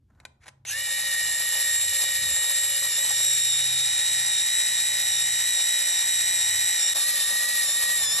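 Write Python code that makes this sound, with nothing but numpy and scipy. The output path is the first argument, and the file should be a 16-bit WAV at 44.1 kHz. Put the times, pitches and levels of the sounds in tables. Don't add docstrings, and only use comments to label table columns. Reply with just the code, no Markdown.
import sys
import numpy as np
from scipy import signal
from scipy.fft import rfft, irfft, next_fast_len
from scipy.io import wavfile
from scipy.ndimage import map_coordinates

SR = 44100
rng = np.random.default_rng(int(sys.argv[2]) if len(sys.argv) > 2 else 0)


def dump_mix(stems):
    frames = np.atleast_2d(stems).T
    limited = np.clip(frames, -1, 1)
    pcm = np.round(limited * 32767).astype(np.int16)
    wavfile.write(sys.argv[1], SR, pcm)


N = 361619
TIME = np.arange(N) / SR


def amp(db):
    return 10 ** (np.asarray(db) / 20)


def unit(x):
    return x / np.sqrt(np.mean(x ** 2) + 1e-20)


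def along(points, hz):
    point_hz, value = np.transpose(points)
    return np.interp(np.log(hz + 1), np.log(point_hz + 1), value)


def curves(rows):
    time_s, *columns = np.transpose(rows)
    return [np.interp(TIME, time_s, column) for column in columns]


def bump(s, length):
    return np.cos(np.pi * np.clip((TIME - s) / length, -.5, .5)) ** 2


def noise():
    return rng.standard_normal(N)


def wobble(rate):
    knots = rng.standard_normal(int(N * rate / SR) + 4)
    return map_coordinates(knots, [np.arange(N) * rate / SR])


def filtered(x, response):
    m = next_fast_len(N + SR // 2)
    return irfft(rfft(x, m) * response(np.fft.rfftfreq(m, 1 / SR)), m)[..., :N]


def coloured(x, spectrum):
    return unit(filtered(x, lambda hz: amp(along(spectrum, hz))))


def tone(cycles):
    return np.sqrt(2) * np.sin(2 * np.pi * (cycles + rng.random()))


# pitch_hz [Hz], relative level_db [dB per Hz]
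RUMBLE_COLOUR = [(20, -37), (45, -5), (80, 5.5), (110, -5), (150, -7), (300, -15), (1000, -52), (3000, -43),
                 (14000, -51)]
# centre_s [s], length_s [s], extra level_db [dB]
RUMBLE_SWELLS = [(.18, .35, 6), (1.28, 0.28, 7), (1.849, .5, 7), (2.26, 0.42, 14.5), (8.1, .9, 7)]
HUM_PITCHES = [98, 130.8]
# time_s [s], low_level_db [dB], high_level_db [dB]
HUM_LEVELS = [(0, -72, -70), (.45, -73, -72), (.75, -57, -58), (1.15, -83, -63.5), (1.7, -59, -62.5),
              (2.9, -67, -62), (3.7, -60, -53.5), (4.6, -67, -62.5), (5.15, -65, -55.5), (5.9, -71, -67),
              (6.55, -55.5, -59), (7.15, -78, -77), (8.2, -68, -65)]
RUMBLE_DB = -65


def drone(waver_db=2):
    rumble_db = RUMBLE_DB + sum(db * bump(s, length) for s, length, db in RUMBLE_SWELLS)
    hums = np.zeros(N)
    for hz, db in zip(HUM_PITCHES, curves(HUM_LEVELS)):
        level = amp(db + waver_db * wobble(5))
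        hums += level * tone(hz * TIME + 0.11 * wobble(7))
    return amp(rumble_db) * coloured(noise(), RUMBLE_COLOUR) + hums


# pitch_hz [Hz], t60_s [s]
ROOM_DECAY = [(200, 0.55), (2000, 0.35), (7000, 0.29), (12000, 0.14)]
# pitch_hz [Hz], echo level_db [dB]
WALL_COLOUR = [(100, -24), (400, -8), (1000, -9), (1600, -17), (12000, -18)]


def room(x):
    hz, t, bins = signal.stft(rng.standard_normal((2, SR // 2)), SR, nperseg=256)
    decay = amp(-60 * t / along(ROOM_DECAY, hz)[:, None])
    tail = signal.istft(bins * decay, SR, nperseg=256)[1]
    echo = signal.fftconvolve(x[None], tail / np.linalg.norm(tail[0]), axes=1)[:, :N]
    return filtered(echo, lambda hz: amp(along(WALL_COLOUR, hz)))


# pitch_hz [Hz], relative level_db [dB per Hz]
SKIN_COLOUR = [(200, -1), (600, 5), (1500, 7), (2500, -12), (4000, -25), (7000, -13), (12000, -27)]
# pitch_hz [Hz], relative level_db [dB per Hz]
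RUB_COLOUR = [(180, -37), (300, -18), (527, -14), (660, -17), (1400, -6.5), (2130, -1.5), (2940, -12),
              (10800, -14.5), (14000, -66)]
# time_s [s], level_db [dB]
GRIP_LEVEL = [(.08, -90), (.098, -74), (.103, -63), (.12, -76), (.146, -78.5), (.152, -70), (.19, -72),
              (.24, -69), (.39, -86), (.41, -78), (.48, -60), (.54, -74), (.64, -89.5)]
# time_s [s], level_db [dB]
SLIDE_LEVEL = [(.39, -99), (.41, -67), (.445, -58), (.485, -57), (.5, -85), (.55, -110)]
# start_s [s], level_db before the ring and crack trims [dB]
CLICK_TIMES = [(.15, -64), (0.201, -39), (0.252, -24.5), (0.459, -40), (0.467, -35), (0.481, -27.5),
               (0.487, -32), (0.651, -28)]
# pitch_hz [Hz], relative level_db [dB], t60_s before the cap on ringing [s]
GUIDE_MODES = [(640, -23, 0.15), (1030, -2, 0.068), (1536, 1, 0.061), (2420, -3, 0.045), (3900, 10, 0.012),
               (5260, -16, 0.03), (5949, -23.5, 0.079), (6980, -1, 0.036), (8160, 7, 0.015),
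               (10850, -38, 0.093)]


def friction(level_rows, spectrum):
    grain = amp(4.1 * wobble(147.4))
    return amp(curves(level_rows)[0]) * coloured(noise() * grain, spectrum)


def pencil(crack_t60=0.033, longest_ring_t60=0.045, ring_db=-20, crack_db=-11):
    out, t = np.zeros(N), np.arange(SR // 4) / SR
    rub = coloured(noise(), RUB_COLOUR)
    for s, db in CLICK_TIMES:
        ring = np.zeros(len(t))
        for hz, level, t60 in GUIDE_MODES:
            struck_db = level + 2 * rng.standard_normal()
            decay = amp(struck_db - 60 * t / min(t60, longest_ring_t60))
            ring += decay * np.sin(2 * np.pi * hz * t)
        at = round(s * SR)
        crack = amp(db + crack_db - 60 * t / crack_t60) * rub[at:at + len(t)]
        out[at:at + len(t)] += amp(db + ring_db) * ring + crack
    return out + friction(SLIDE_LEVEL, RUB_COLOUR) + friction(GRIP_LEVEL, SKIN_COLOUR)


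# pitch_hz [Hz], relative level_db [dB per Hz]
HOUSING_COLOUR = [(150, -19), (400, -27), (800, -22.5), (1400, -5.5), (3300, -12), (4600, -4.5),
                  (6200, -2.5), (8800, 4), (11500, 2.5), (12400, -14), (13200, -8.5), (14200, -62)]
# pitch_hz [Hz], width_hz [Hz], boost_db [dB]
HOUSING_MODES = [(1858, 178, 16), (2386, 264, 12.5), (3041, 380, 13.5), (3615, 184, 13), (4023, 367, 16.5),
                 (4826, 223, 8), (5530, 755, 8.5), (6600, 280, 3), (7590, 660, 11.5), (8404, 250, 8.5),
                 (9800, 180, 11.5), (10700, 140, 6.5)]


def shell(x):
    def response(hz):
        peaks = sum(db * np.exp(-((hz - centre) / width) ** 2) for centre, width, db in HOUSING_MODES)
        return amp(along(HOUSING_COLOUR, hz) + peaks)
    return unit(filtered(x, response))


# pitch_hz [Hz], relative level_db [dB]
CRACKLE_COLOUR = [(300, -13), (1500, -5), (6000, -3.5), (9000, -7.5), (11500, 6), (13500, 3.5)]
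# start_s [s], starting level_db [dB]
SPLINTER_TIMES = [(1.992, -14), (2.006, -19), (2.023, -13), (2.039, -17), (2.043, -18)]


def splinters(t60=.002):
    bursts = np.zeros(N)
    for s, db in SPLINTER_TIMES:
        bursts += (TIME >= s) * amp(db - 60 * np.maximum(TIME - s, 0) / t60)
    return bursts * shell(coloured(noise(), CRACKLE_COLOUR))


# time_s [s], level_db [dB]
STRAIN_LEVEL = [(.652, -130), (.656, -51), (.672, -39), (.7, -33), (.715, -35), (.75, -50), (.8, -120)]
# pitch_hz [Hz], relative level_db [dB per Hz]
SQUEAL_COLOUR = [(1500, -29), (2200, -12), (2700, 4), (3300, -6), (5200, -25), (6200, 7.5), (7200, -11),
                 (12000, -34)]


def spin_up(grain_db=1.0):
    grain = amp(grain_db * wobble(350))
    return amp(curves(STRAIN_LEVEL)[0]) * coloured(noise() * grain, SQUEAL_COLOUR)


# time_s [s], speed [turns per second]
SHAFT_SPEED = [(.8, 186.6), (2.3, 186.5), (3.03, 190), (3.25, 187), (4.65, 192.4), (6.6, 192.4),
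               (7.5, 190.5), (8.2, 187.5)]
# centre_s [s], length_s [s], speed lost [turns per second]
BLADE_BITES = [(2.94, .18, 6), (3.54, .21, 3), (4.36, .24, 3.8), (4.78, .17, 2), (5.17, .34, 4.6),
               (5.36, .22, 2), (5.6, .21, 2.8), (5.98, .3, 3.4), (6.17, .26, 2), (6.43, .24, 3.2),
               (6.85, .24, 6), (6.99, .16, 5), (7.25, .38, 5), (7.7, .19, 9.5), (8.09, .25, 11.8)]
# time_s [s], tooth pattern_db [dB], play [0-1], second mesh low_tone_db [dB],
# second mesh high_tone_db [dB], fifth overtone_db [dB]
GEAR_SEATING = [(.65, -13, 0.82, -55, -41, -50), (.9, -16, 0.61, -67, -43.5, -63),
                (2.9, -17.5, 0.58, -67, -44, -50), (3.6, -6, 0.34, -66, -47, -33.5),
                (6.9, -4, .3, -78, -45, -40), (7, -34, 0.5, -54, -63, -29), (8.2, -49, 0.51, -52, -56, -34)]
SWITCH_S, SPIN_UP_S = .639, .034
BLADE_GEARING = 38.4
HEAVY_S = 1.74
DRAG_HZ = 2.2
FLUTTER = .008


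def shaft():
    play = curves(GEAR_SEATING)[1]
    running = np.maximum(TIME - SWITCH_S, 0)
    sag = sum(lost * bump(s, length) for s, length, lost in BLADE_BITES)
    speed = curves(SHAFT_SPEED)[0] * (1 - np.exp(-running / SPIN_UP_S)) - sag
    blade_turns = np.cumsum(speed) / SR / BLADE_GEARING
    from_heavy_side = blade_turns - blade_turns[round(HEAVY_S * SR)]
    drag = DRAG_HZ * play * np.cos(2 * np.pi * from_heavy_side)
    return (speed - drag) * (1 + FLUTTER * play * wobble(22)), sag


BLADE_SWING = [0.22, 0.52, 1.0]


def blade_swing(turns):
    return amp(sum(db * tone((k + 1) * turns / BLADE_GEARING) for k, db in enumerate(BLADE_SWING)))


# time_s [s],
# blade scrape_db at full play [dB], gear rattle_db [dB], shaving crackle_db at full play [dB]
WORK_LEVELS = [(.66, -45, -39, -48), (.72, -57, -34, -36), (1, -49.5, -29.5, -30.5), (1.5, -49, -31, -27),
               (2.8, -49, -29.5, -28), (3.4, -52, -29, -27.5), (3.9, -50, -27.5, -37),
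               (5.2, -48.5, -28, -32), (6.9, -48.5, -28, -30), (6.98, -46, -26.5, -27.5),
               (8.2, -45.5, -28.5, -25.5)]
# centre_s [s], extra scrape_db [dB], extra crackle_db [dB]
GRAIN_CATCHES = [(1.59, 7, 5), (2.01, 5, 5), (2.12, -1.5, -1), (2.42, 3, -2), (2.5, 4, 3.5), (2.85, 4, 2),
                 (3.1, 12, 5), (3.22, 9.5, 6.5), (6.96, 9, 7), (7.18, 2, 5), (7.33, 6, 1), (7.57, 3, 4),
                 (7.82, 3, 4), (8.1, 3, -3), (8.19, 3.5, 2)]
# pitch_hz [Hz], relative level_db [dB per Hz]
SCRAPE_COLOUR = [(100, -9), (340, -10.5), (550, 0), (850, 2), (1150, 2.5), (1600, -6), (3000, -16),
                 (8000, -40)]
CATCH_S = .1
BITE_SCRAPE_DB = .3


def blade(sag, grain_db=3.5, snap_db=2.5, uneven_db=1.0):
    scrape_db, _, crackle_db = curves(WORK_LEVELS)
    play = curves(GEAR_SEATING)[1]
    scrape_db = scrape_db + BITE_SCRAPE_DB * sag + uneven_db * wobble(16)
    crackle_db = crackle_db + uneven_db / 2 * wobble(12)
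    for s, extra_scrape_db, extra_crackle_db in GRAIN_CATCHES:
        catch = bump(s, CATCH_S)
        scrape_db += extra_scrape_db * catch
        crackle_db += extra_crackle_db * catch
    scrape = coloured(noise() * amp(grain_db * wobble(200)), SCRAPE_COLOUR)
    crackle = shell(coloured(noise() * amp(snap_db * wobble(1100)), CRACKLE_COLOUR))
    return play * (amp(scrape_db) * scrape + amp(crackle_db) * crackle)


PINION, WHEEL = 10, 32
WHEEL_RUNOUT = [0.88, 1, 0.97, 0.33, 0.23]


def tooth_load(turns, pinion_swing=0.11):
    wheel = turns * PINION / WHEEL
    wheel_load = sum(swing * tone((k + 1) * wheel) for k, swing in enumerate(WHEEL_RUNOUT))
    return unit(wheel_load + pinion_swing * tone(turns))


REPEATING_DB = 2.5
BITE_RATTLE_DB = -0.1357


def rattle(turns, load, sag, swing_db=-0.1):
    share = amp(curves(GEAR_SEATING)[0] + REPEATING_DB)
    flanks = rng.standard_normal(size=720)
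    place = turns * PINION / WHEEL * len(flanks)
    repeating = unit(map_coordinates(flanks, [place], mode="grid-wrap"))
    knocks = (share * repeating + noise()) / np.sqrt(1 + share ** 2)
    level = amp(curves(WORK_LEVELS)[1] + BITE_RATTLE_DB * sag)
    return level * shell(knocks * amp(swing_db * load))


MOTOR_LINES = [9, 12, 21, 36]
MOTOR_LEVELS = [-60, -56, -48.5, -53]
WHEEL_LINES = [12, 13, 14, 17, 22, 24, 25, 26, 33, 35, 43, 52]
WHEEL_LEVELS = [-64, -55.5, -60, -58, -62, -61, -60, -61, -46, -48, -54, -50]
POLES = 3
POLE_DB, POLE_PLAY_DB = -66, 7.5


def gear_tones(turns, waver_db=2.04, stage_blur=0.047, middle_tone_db=-5):
    def line(cycles, db):
        return amp(db + waver_db * wobble(25)) * tone(cycles)

    pattern_db, play, low_db, high_db, _ = curves(GEAR_SEATING)
    wheel = turns * PINION / WHEEL
    poles = line(POLES * turns, POLE_DB + POLE_PLAY_DB * play)
    motor = poles + sum(line(k * turns, db) for k, db in zip(MOTOR_LINES, MOTOR_LEVELS))
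    imbalance_db = curves([(3, -73), (4.5, -67), (6.9, -68), (7, -63)])[0]
    imbalance = line(turns, imbalance_db)
    teeth = sum(line(k * wheel, db + pattern_db) for k, db in zip(WHEEL_LINES, WHEEL_LEVELS))
    second_mesh = PINION * wheel + stage_blur * play * wobble(120)
    stage_levels = [(2, low_db), (4, high_db + middle_tone_db), (5, high_db)]  # overtone, level_db
    stage = sum(line(k * second_mesh, db) for k, db in stage_levels)
    return motor + imbalance + teeth + stage


# time_s [s], first_db [dB], second_db [dB], third_db [dB], fourth_db [dB]
WHINE_LEVELS = [(.7, -32.5, -50, -58, -50), (.87, -33, -39.5, -52, -38.5), (1.6, -34.5, -38.5, -42, -30),
                (2.95, -38.5, -35.5, -46, -29), (3.12, -39, -35, -37.5, -27.5),
                (3.35, -45.5, -31, -34, -25.5), (3.7, -47.5, -30, -41.5, -30), (4.1, -38.5, -31, -41, -29),
                (6.9, -36.5, -32.5, -37, -28.5), (7.03, -36, -38.5, -45, -35),
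                (7.25, -33.5, -35, -47, -35.5), (7.5, -31.5, -38, -45, -34), (8.2, -32.5, -35, -43, -30)]
BITE_TILT = [-0.98, 0.12, 1, 0.18]
WHINE_SWING = [5.24, 1.87, 5.1, 4.9, 1.9, 6.1]
SIXTH_DB = -13.5
WHINE_WAVER_DB, WHINE_GRIT_DB = 3, 1
MESH_SWING, MESH_BLUR = 0.034, 0.039


def whine(turns, load, sag):
    pattern_db, play, _, _, fifth_db = curves(GEAR_SEATING)
    sixth_db = curves(WORK_LEVELS)[2] + SIXTH_DB
    bearing = amp(pattern_db / 2)
    runout = MESH_SWING * bearing * tooth_load(turns)
    mesh = PINION * turns + runout + MESH_BLUR * np.sqrt(play) * wobble(240)
    levels = [db + tilt * sag for db, tilt in zip(curves(WHINE_LEVELS), BITE_TILT)]
    levels += [fifth_db, sixth_db]
    out = np.zeros(N)
    for k, (db, swing_db) in enumerate(zip(levels, WHINE_SWING)):
        push = unit(np.tanh(unit(load + tooth_load(turns)) / 2))
        grit_db = WHINE_GRIT_DB * np.sqrt(play) * wobble(300)
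        size = amp(swing_db * bearing * push + grit_db)
        level = amp(db + WHINE_WAVER_DB * play * wobble(12))
        out += level * unit(size * tone((k + 1) * mesh))
    return out


# pitch_hz [Hz], left's lead [radians]
PORT_LEAD = [(20, 0), (1500, .1), (3000, .35), (4200, 1), (4600, 1.8), (5300, 5.6), (5700, 6.2),
             (6200, 6.4), (7500, 8), (8800, 9.35), (9400, 9.5), (12000, 12.4), (15000, 12.6)]
SINGS_FROM = 180


def scene():
    speed, sag = shaft()
    turns = np.cumsum(speed) / SR
    load = tooth_load(turns)
    singing = np.minimum(np.maximum.accumulate(speed) / SINGS_FROM, 1) ** 12
    rubbing = blade_swing(turns) * (rattle(turns, load, sag) + blade(sag))
    machine = singing * whine(turns, load, sag) + singing ** 2 * gear_tones(turns) + rubbing
    starting = amp(curves([(.645, -120), (.655, -6), (.69, 0.5)])[0])
    dip = curves([(6.935, 1), (6.937, .05), (6.962, 1)])[0]
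    near = starting * dip * machine + spin_up() + pencil() + splinters()
    direct = filtered(near, lambda hz: np.exp(np.outer([1, -1], 1j * along(PORT_LEAD, hz) / 2)))
    return direct + room(near) + drone()


TOP_HZ = 14000


def record(dry):
    return filtered(dry, lambda hz: hz < TOP_HZ)


dry = scene()
out = record(dry)
dump_mix(out)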